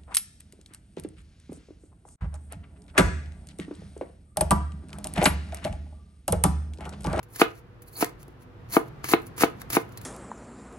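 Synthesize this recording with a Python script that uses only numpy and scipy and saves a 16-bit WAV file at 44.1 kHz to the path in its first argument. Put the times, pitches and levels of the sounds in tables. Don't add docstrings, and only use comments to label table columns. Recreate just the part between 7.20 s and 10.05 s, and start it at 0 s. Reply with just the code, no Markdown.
import sys
import numpy as np
from scipy import signal
from scipy.fft import rfft, irfft, next_fast_len
from scipy.io import wavfile
from scipy.ndimage import uniform_filter1d

SR = 44100
rng = np.random.default_rng(int(sys.argv[2]) if len(sys.argv) > 2 else 0)


def materialize(psi):
    bounded = np.clip(np.atleast_2d(psi).T, -1, 1)
    quanta = np.round(bounded * 32767).astype(np.int16)
    wavfile.write(sys.argv[1], SR, quanta)


def undo_db(level):
    steps = np.asarray(level, float) / 20
    return 10 ** steps


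N = 125685
M = next_fast_len(N + SR // 2)
F = np.maximum(np.arange(M // 2 + 1) * SR / M, 1)
T = np.arange(N) / SR

# time in seconds, level in dB, contact in milliseconds.
KNOCKS = [(0.2159, -10.5, 0.084), (0.8253, -17.5, 0.33), (1.5669, -9.5, 0.49), (1.9355, -12, 0.17),
          (2.2348, -10.5, 0.26), (2.568, -13, 0.36)]
# frequency in Hz, level in dB, t60 in seconds.
BOARD_MODES = [(207.5, -10, 0.04), (309, -6.5, 0.052), (347.3, -1.5, 0.064), (457.7, -1, 0.059),
               (497, -11, 0.077), (681, -4.5, 0.058), (784, 2, 0.024), (981, 5.5, 0.013), (1231, 1, 0.025),
               (1447, -8, 0.041), (1640, -13, 0.0083)]
# frequency in Hz, level in dB, t60 in seconds.
BLADE_MODES = [(1840, -8.5, 0.05), (2200, 0.5, 0.034), (2575, 4.5, 0.021), (2930, 4.5, 0.013),
               (3270, 9, 0.0091), (3693, -3, 0.024), (4180, 7, .007)]
MODE_COUNT = len(BOARD_MODES) + len(BLADE_MODES)


def on_hz(table):
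    hz, db = np.array(table, float).T
    return np.interp(np.log(F), np.log(np.maximum(hz, 1)), db)


def over_time(table):
    return undo_db(np.interp(T, *np.array(table).T))


def unit(x):
    return x / np.sqrt(np.mean(x ** 2))


def decay(age, t60):
    return np.exp(-np.log(1000) * age / t60)


def filt(x, response):
    return irfft(rfft(x, M) * response, M)[..., :N]


def causal(db):
    cepstrum = irfft(db * np.log(10) / 20, M)
    cepstrum[1:M // 2] *= 2
    cepstrum[M // 2 + 1:] = 0
    return np.exp(rfft(cepstrum))


def walk(rate):
    k = int(SR / rate)
    steps = np.repeat(rng.standard_normal(N // k + 1), k)
    return unit(uniform_filter1d(uniform_filter1d(steps, k), k)[:N])


def band(hz, deviation_hz):
    return np.exp(-.5 * (np.log(F / hz) * hz / deviation_hz) ** 2)


def ring(modes, mode_db, tune, rise=1):
    t = np.arange(SR // 4) / SR
    total = 0
    for (hz, db, t60), offset_db, ratio in zip(modes, mode_db, tune):
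        total = total + undo_db(db + offset_db) * decay(t, t60) * np.sin(2 * np.pi * hz * ratio * t) * rise
    return rfft(total, M)


def board(mode_db, tune):
    bend_s_sqrt_hz, first_hz = 0.0869, 1410
    blade_rise_s, low_cut_hz = 0.00067, 221.4
    split = len(BOARD_MODES)
    f = np.minimum(F, first_hz)
    bend = 2 * np.sqrt(f) - f / np.sqrt(first_hz)
    dispersion = np.exp(-2j * np.pi * bend_s_sqrt_hz * bend)
    plate = ring(BOARD_MODES, mode_db[:split], tune[:split]) * dispersion
    t = np.arange(SR // 4) / SR
    swell = (1 - np.exp(-t / blade_rise_s)) ** 2
    blade = ring(BLADE_MODES, mode_db[split:], tune[split:], swell)
    return (plate + blade) / np.sqrt(1 + (low_cut_hz / F) ** 6)


def blows(rows):
    mode_scatter_db, port_scatter_db = 2, 2.5
    detune = .02
    out = 0
    for s, db, ms in rows:
        both, own, shift = rng.standard_normal((3, MODE_COUNT))
        delay = np.exp(-2j * np.pi * F * s)
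        push = delay / (1 + 2j * np.pi * F * ms / 4000) ** 2
        heard = [board(mode_scatter_db * both + port_scatter_db * side * own, 1 + detune * shift)
                 for side in (1, -1)]
        out = out - undo_db(db) * push * np.array(heard)
    return out


def knocks():
    # time in seconds, level in dB, contact in milliseconds.
    light_taps = [(0.161, -48, 0.44), (0.197, -32.5, 0.17), (0.811, -38, 0.19), (1.0813, -39, 1.6),
                  (1.546, -40, 0.13), (1.842, -38, 0.043), (1.888, -37.5, 0.63), (1.918, -32.5, 0.52),
                  (2.179, -42, 0.07), (2.209, -32, 0.061), (2.221, -24.5, 0.13), (2.502, -41.5, 0.038),
                  (2.532, -39, 0.063), (2.551, -35, 0.16), (2.829, -37, 3.3)]
    rebound_s, rebound_db, rebound_ms = .046, -25, 0.81
    rebounds = [(s + rebound_s, db + rebound_db, rebound_ms) for s, db, ms in KNOCKS]
    return blows(KNOCKS + light_taps + rebounds)


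def cracks():
    crack_db, crack_t60_s, crack_hz = -23, .035, 3800
    env = 0
    for s, db, ms in KNOCKS:
        env = env + undo_db(db + crack_db) * (T >= s) * decay(np.abs(T - s), crack_t60_s)
    return rfft(env * rng.standard_normal(N), M) * band(crack_hz, crack_hz / 2)


def crackle():
    grains_per_s, grain_spread_db, grain_t60_s = 1700, 1.5, 0.0074
    hiss_db, flicker_db = -3, 2.5
    pop_bands = [2164, 4380, 6200, 10390, 14060]
    pops_per_s, pop_db = 300, -4.5
    bursts = (rng.random(N) < grains_per_s / SR) * undo_db(grain_spread_db * rng.exponential(size=N))
    t = np.arange(512) / SR
    power = np.convolve(bursts ** 2, decay(t, grain_t60_s) ** 2)[:N]
    power = power / power.mean() + undo_db(2 * hiss_db)
    fine = unit(np.sqrt(power) * undo_db(flicker_db * walk(120)) * rng.standard_normal(N))
    big = 0
    for hz in pop_bands:
        clicks = (rng.random(N) < pops_per_s / SR) * (rng.random(N) - .5)
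        resonance = np.sqrt(1e4 / hz) / (1 + 4j * (F / hz - hz / F)) ** 2
        big = big + filt(clicks, resonance)
    return unit(fine + undo_db(pop_db) * unit(big))


def crunch_gain():
    # time in seconds, level in dB.
    crunch_stretches = [
        [(0.085, -68.5), (0.165, -45), (0.179, -50), (0.205, -26.5), (0.215, -28), (0.227, -40), (0.265, -62),
         (0.333, -68.5), (0.393, -61), (0.42, -82)],
        [(0.61, -86), (0.625, -52), (0.652, -78), (0.684, -51.5), (0.702, -68), (0.76, -42), (0.82, -28.5),
         (0.838, -40.5), (0.844, -45), (0.864, -48), (0.96, -89)],
        [(0.98, -76), (1.0, -61), (1.018, -59), (1.03, -64), (1.042, -72), (1.07, -82.5), (1.082, -68),
         (1.092, -77), (1.13, -79)],
        [(1.19, -83), (1.208, -66.5), (1.226, -57.5), (1.254, -81), (1.26, -84)],
        [(1.48, -83), (1.49, -56.5), (1.532, -34.5), (1.568, -26), (1.578, -40), (1.654, -69), (1.688, -60),
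         (1.7, -86)],
        [(1.83, -72), (1.844, -45), (1.858, -48), (1.888, -39), (1.916, -26.5), (1.932, -28), (1.968, -61.5),
         (2.056, -62), (2.072, -48.5), (2.1, -76)],
        [(2.155, -99), (2.165, -58), (2.179, -49), (2.206, -34), (2.213, -29.5), (2.235, -26.5), (2.259, -51.5),
         (2.359, -82), (2.407, -54.5), (2.42, -48.5), (2.437, -73.5), (2.46, -79)],
        [(2.49, -76), (2.5, -47), (2.564, -23.5), (2.58, -44.5), (2.662, -71), (2.766, -73), (2.78, -44),
         (2.802, -94), (2.812, -60.5), (2.85, -56.5)],
    ]
    gain = np.zeros(N)
    for rows in crunch_stretches:
        s, db = np.array(rows, float).T
        gain = gain + undo_db(np.interp(T, s, db, left=-120, right=-120))
    return gain


def wet_ticks():
    # time in seconds, level in dB, t60 in seconds.
    tick_rows = [(0.0297, -44, 0.042), (0.139, -50, 0.022), (.1595, -35.5, 0.052), (0.6206, -41.5, 0.025),
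                 (0.7296, -48.5, 0.11), (0.807, -29, 0.056), (0.845, -21, 0.012), (0.894, -46, 0.019),
                 (1.021, -50, 0.0083), (1.0296, -41.5, 0.012), (1.0805, -51, 0.017), (1.5223, -34, 0.068),
                 (1.684, -53, .015), (1.8426, -29, 0.021), (1.887, -27.5, 0.064), (2.0188, -45, .012),
                 (2.0674, -36, 0.014), (2.1797, -35.5, 0.12), (2.209, -21, 0.0092), (2.4174, -32.5, 0.0083),
                 (2.502, -26.5, 0.043), (2.5306, -20.5, 0.023), (2.6917, -54.5, 0.014), (2.721, -51, 0.062),
                 (2.7742, -29.5, 0.014), (2.8138, -39.5, 0.023)]
    env = np.zeros(N)
    for s, db, t60 in tick_rows:
        env += undo_db(db) * (T >= s) * decay(np.abs(T - s), t60)
    return env * rng.standard_normal(N)


def onion():
    # frequency in Hz, level in dB.
    heard_colour = [(500, -40.5), (1000, -1), (2300, -3), (3100, -9), (4490, -6.5), (7010, -5.5),
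                    (8760, -5.5), (10900, -2.5), (13400, -4), (15000, -4), (15900, -9), (16300, -50),
                    (20000, -53)]
    # time in seconds, gain in dB.
    body_weight = [(0, -1), (.12, -8.5), (.16, -0.5), (.3, 6.5), (.4, -0.5), (.62, -7.5), (.76, -14),
                   (.795, -12), (.82, 2), (1.05, -1.5), (1.5, -2.5), (1.57, -5.5), (1.84, 7), (1.9, -1),
                   (2.07, -5), (2.2, 2), (2.42, 2.5), (2.52, 0), (2.7, -0.5), (2.85, -2)]
    body_hz = 7330
    spread_db = -5.5
    into_board_db = -39
    gain, grain = crunch_gain(), crackle()
    apart = undo_db(spread_db) * np.abs(grain) * rng.standard_normal((2, N))
    wet = gain * (grain + apart) + wet_ticks()
    body = filt(wet, 1 / (1 + (F / body_hz) ** 6))
    colour = causal(on_hz(heard_colour))
    colour = colour / np.sqrt(np.mean(np.abs(colour) ** 2))
    air = rfft(wet + (over_time(body_weight) - 1) * body, M) * colour
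    shaking = rfft(gain * np.abs(grain) * rng.standard_normal(N), M)
    into = shaking * board(np.zeros(MODE_COUNT), np.ones(MODE_COUNT)) * undo_db(into_board_db)
    return air, into


def squeaks():
    # start in seconds, end in seconds, peak level in dB.
    squeak_rows = [(0.665, 0.703, -66), (0.728, 0.75, -58), (0.749, 0.792, -47.5), (1.514, 1.562, -41),
                   (2.764, 2.797, -56)]
    squeak_hz, width_hz = 4390, 710
    env = 0
    for start, end, db in squeak_rows:
        env = env + undo_db(db) * np.sin(np.pi * np.clip((T - start) / (end - start), 0, 1))
    breath = unit(filt(rng.standard_normal(N), band(squeak_hz, width_hz / 2)))
    return rfft(env * breath, M)


def ports(lead, balance):
    side = np.array([[.5], [-.5]])
    hz, radians = np.array(lead, float).T
    return undo_db(side * on_hz(balance)) * np.exp(1j * side * np.interp(F, hz, radians))


def room():
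    # band centre in Hz, level in dB, t60 in seconds.
    echo_bands = [(270, -15.5, 0.2), (455, -11, 0.32), (1072, -9, 0.21), (1763, -10, 0.26),
                  (3660, -8.5, 0.2), (8050, -17.5, 0.2), (13970, -20, .15)]
    rise_s = 0.00067
    tail = 0
    for hz, db, t60 in echo_bands:
        env = (1 - np.exp(-T / rise_s)) * decay(T, t60)
        env = env / np.sqrt(np.sum(env ** 2))
        tail = tail + undo_db(db) * env * filt(rng.standard_normal((2, N)), band(hz, hz * 0.37))
    return rfft(tail, M)


def room_tone():
    # frequency in Hz, relative level in dB per Hz.
    tone_colour = [(15, -39), (33, -9), (50, -1), (123, 3), (190, -2), (270, -8), (405, -7.5), (476, -10),
                   (600, -14), (1260, -16), (2760, -27.5), (5730, -40.5), (8700, -49), (10500, -45),
                   (16000, -51), (16500, -75)]
    # time in seconds, level in dB before a slow waver.
    tone_course = [(0.0, -54), (1.31, -50.5), (1.71, -47.5), (2.85, -46)]
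    alike_hz, waver_db = 875, 0.77
    mid, side = rfft(rng.standard_normal((2, N)), M)
    wide = np.clip(0.2 + F / alike_hz, 0, 1)
    pair = mid + np.array([[1], [-1]]) * wide * side
    tone = unit(irfft(undo_db(on_hz(tone_colour)) * pair, M)[:, :N])
    return tone * over_time(tone_course) * undo_db(waver_db * walk(6.24))


def rumble():
    # time in seconds, level in dB, mean of the two ports.
    rumble_course = [(0.0, -55), (1.25, -54.5), (1.41, -49), (2.32, -51.5), (2.74, -50.5), (2.85, -43)]
    rumble_hz, width_hz, waver = 115.7, 42.5, 0.0597
    lowpass = 1 / (1 + (F / (width_hz / 2)) ** 4)
    slow_cos, slow_sin = filt(rng.standard_normal((2, N)), lowpass)
    phase = 2 * np.pi * np.cumsum(rumble_hz * (1 + waver * walk(5.2))) / SR
    return unit(slow_cos * np.cos(phase) + slow_sin * np.sin(phase)) * over_time(rumble_course)


def hums():
    # frequency in Hz, level in dB as the mean of the ports, width in Hz, start in seconds.
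    hum_rows = [(48.9, -59, 23, 0), (255, -60, 6.7, 0.99), (346, -67.5, 31, 0), (486.6, -65, 14.5, 0)]
    total = 0
    for hz, db, width_hz, start in hum_rows:
        tone = unit(filt(rng.standard_normal(N), band(hz, width_hz / 2)))
        total = total + undo_db(db) * tone * np.clip((T - start) / 0.023, 0, 1)
    return total


def background():
    balance = undo_db(np.array([[-1.0], [1.0]]))
    return room_tone() + (rumble() + hums()) * balance


def scene():
    # frequency in Hz, left's phase lead in radians.
    wood_lead = [(0, -1.5), (300, 0.48), (1030, 1.13), (2300, 1.51), (4500, 3.5), (16500, -4)]
    # frequency in Hz, left minus right in dB.
    wood_balance = [(200, -1), (380, 0), (700, 0), (1290, 7.5), (2380, -1.5), (4400, -3.5), (8120, 2),
                    (15000, 2)]
    # frequency in Hz, left's phase lead in radians.
    air_lead = [(0, 11), (860, 1.5), (1290, 2.2), (1810, 1), (2410, 4), (2670, 5), (3530, 4), (4480, 5.5),
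                (5430, 4.5), (6800, 5), (9300, 2.5), (11500, -0.4), (12800, -2.5), (16500, -7)]
    # frequency in Hz, left minus right in dB.
    air_balance = [(700, 8), (1290, 1.5), (2380, 4), (4400, -4), (8120, 0.0), (15000, 0.0)]
    air, into = onion()
    air = air + squeaks() + cracks()
    wood = knocks() + into
    near = wood * ports(wood_lead, wood_balance) + air * ports(air_lead, air_balance)
    echo = (wood + air).mean(axis=0) * room()
    return irfft(near + echo, M)[:, :N] + background()


def roll_off(x):
    return signal.sosfilt(signal.butter(12, 17000, fs=SR, output="sos"), x)


def record(dry):
    return roll_off(np.tanh(dry))


dry = scene()
out = record(dry)
materialize(out)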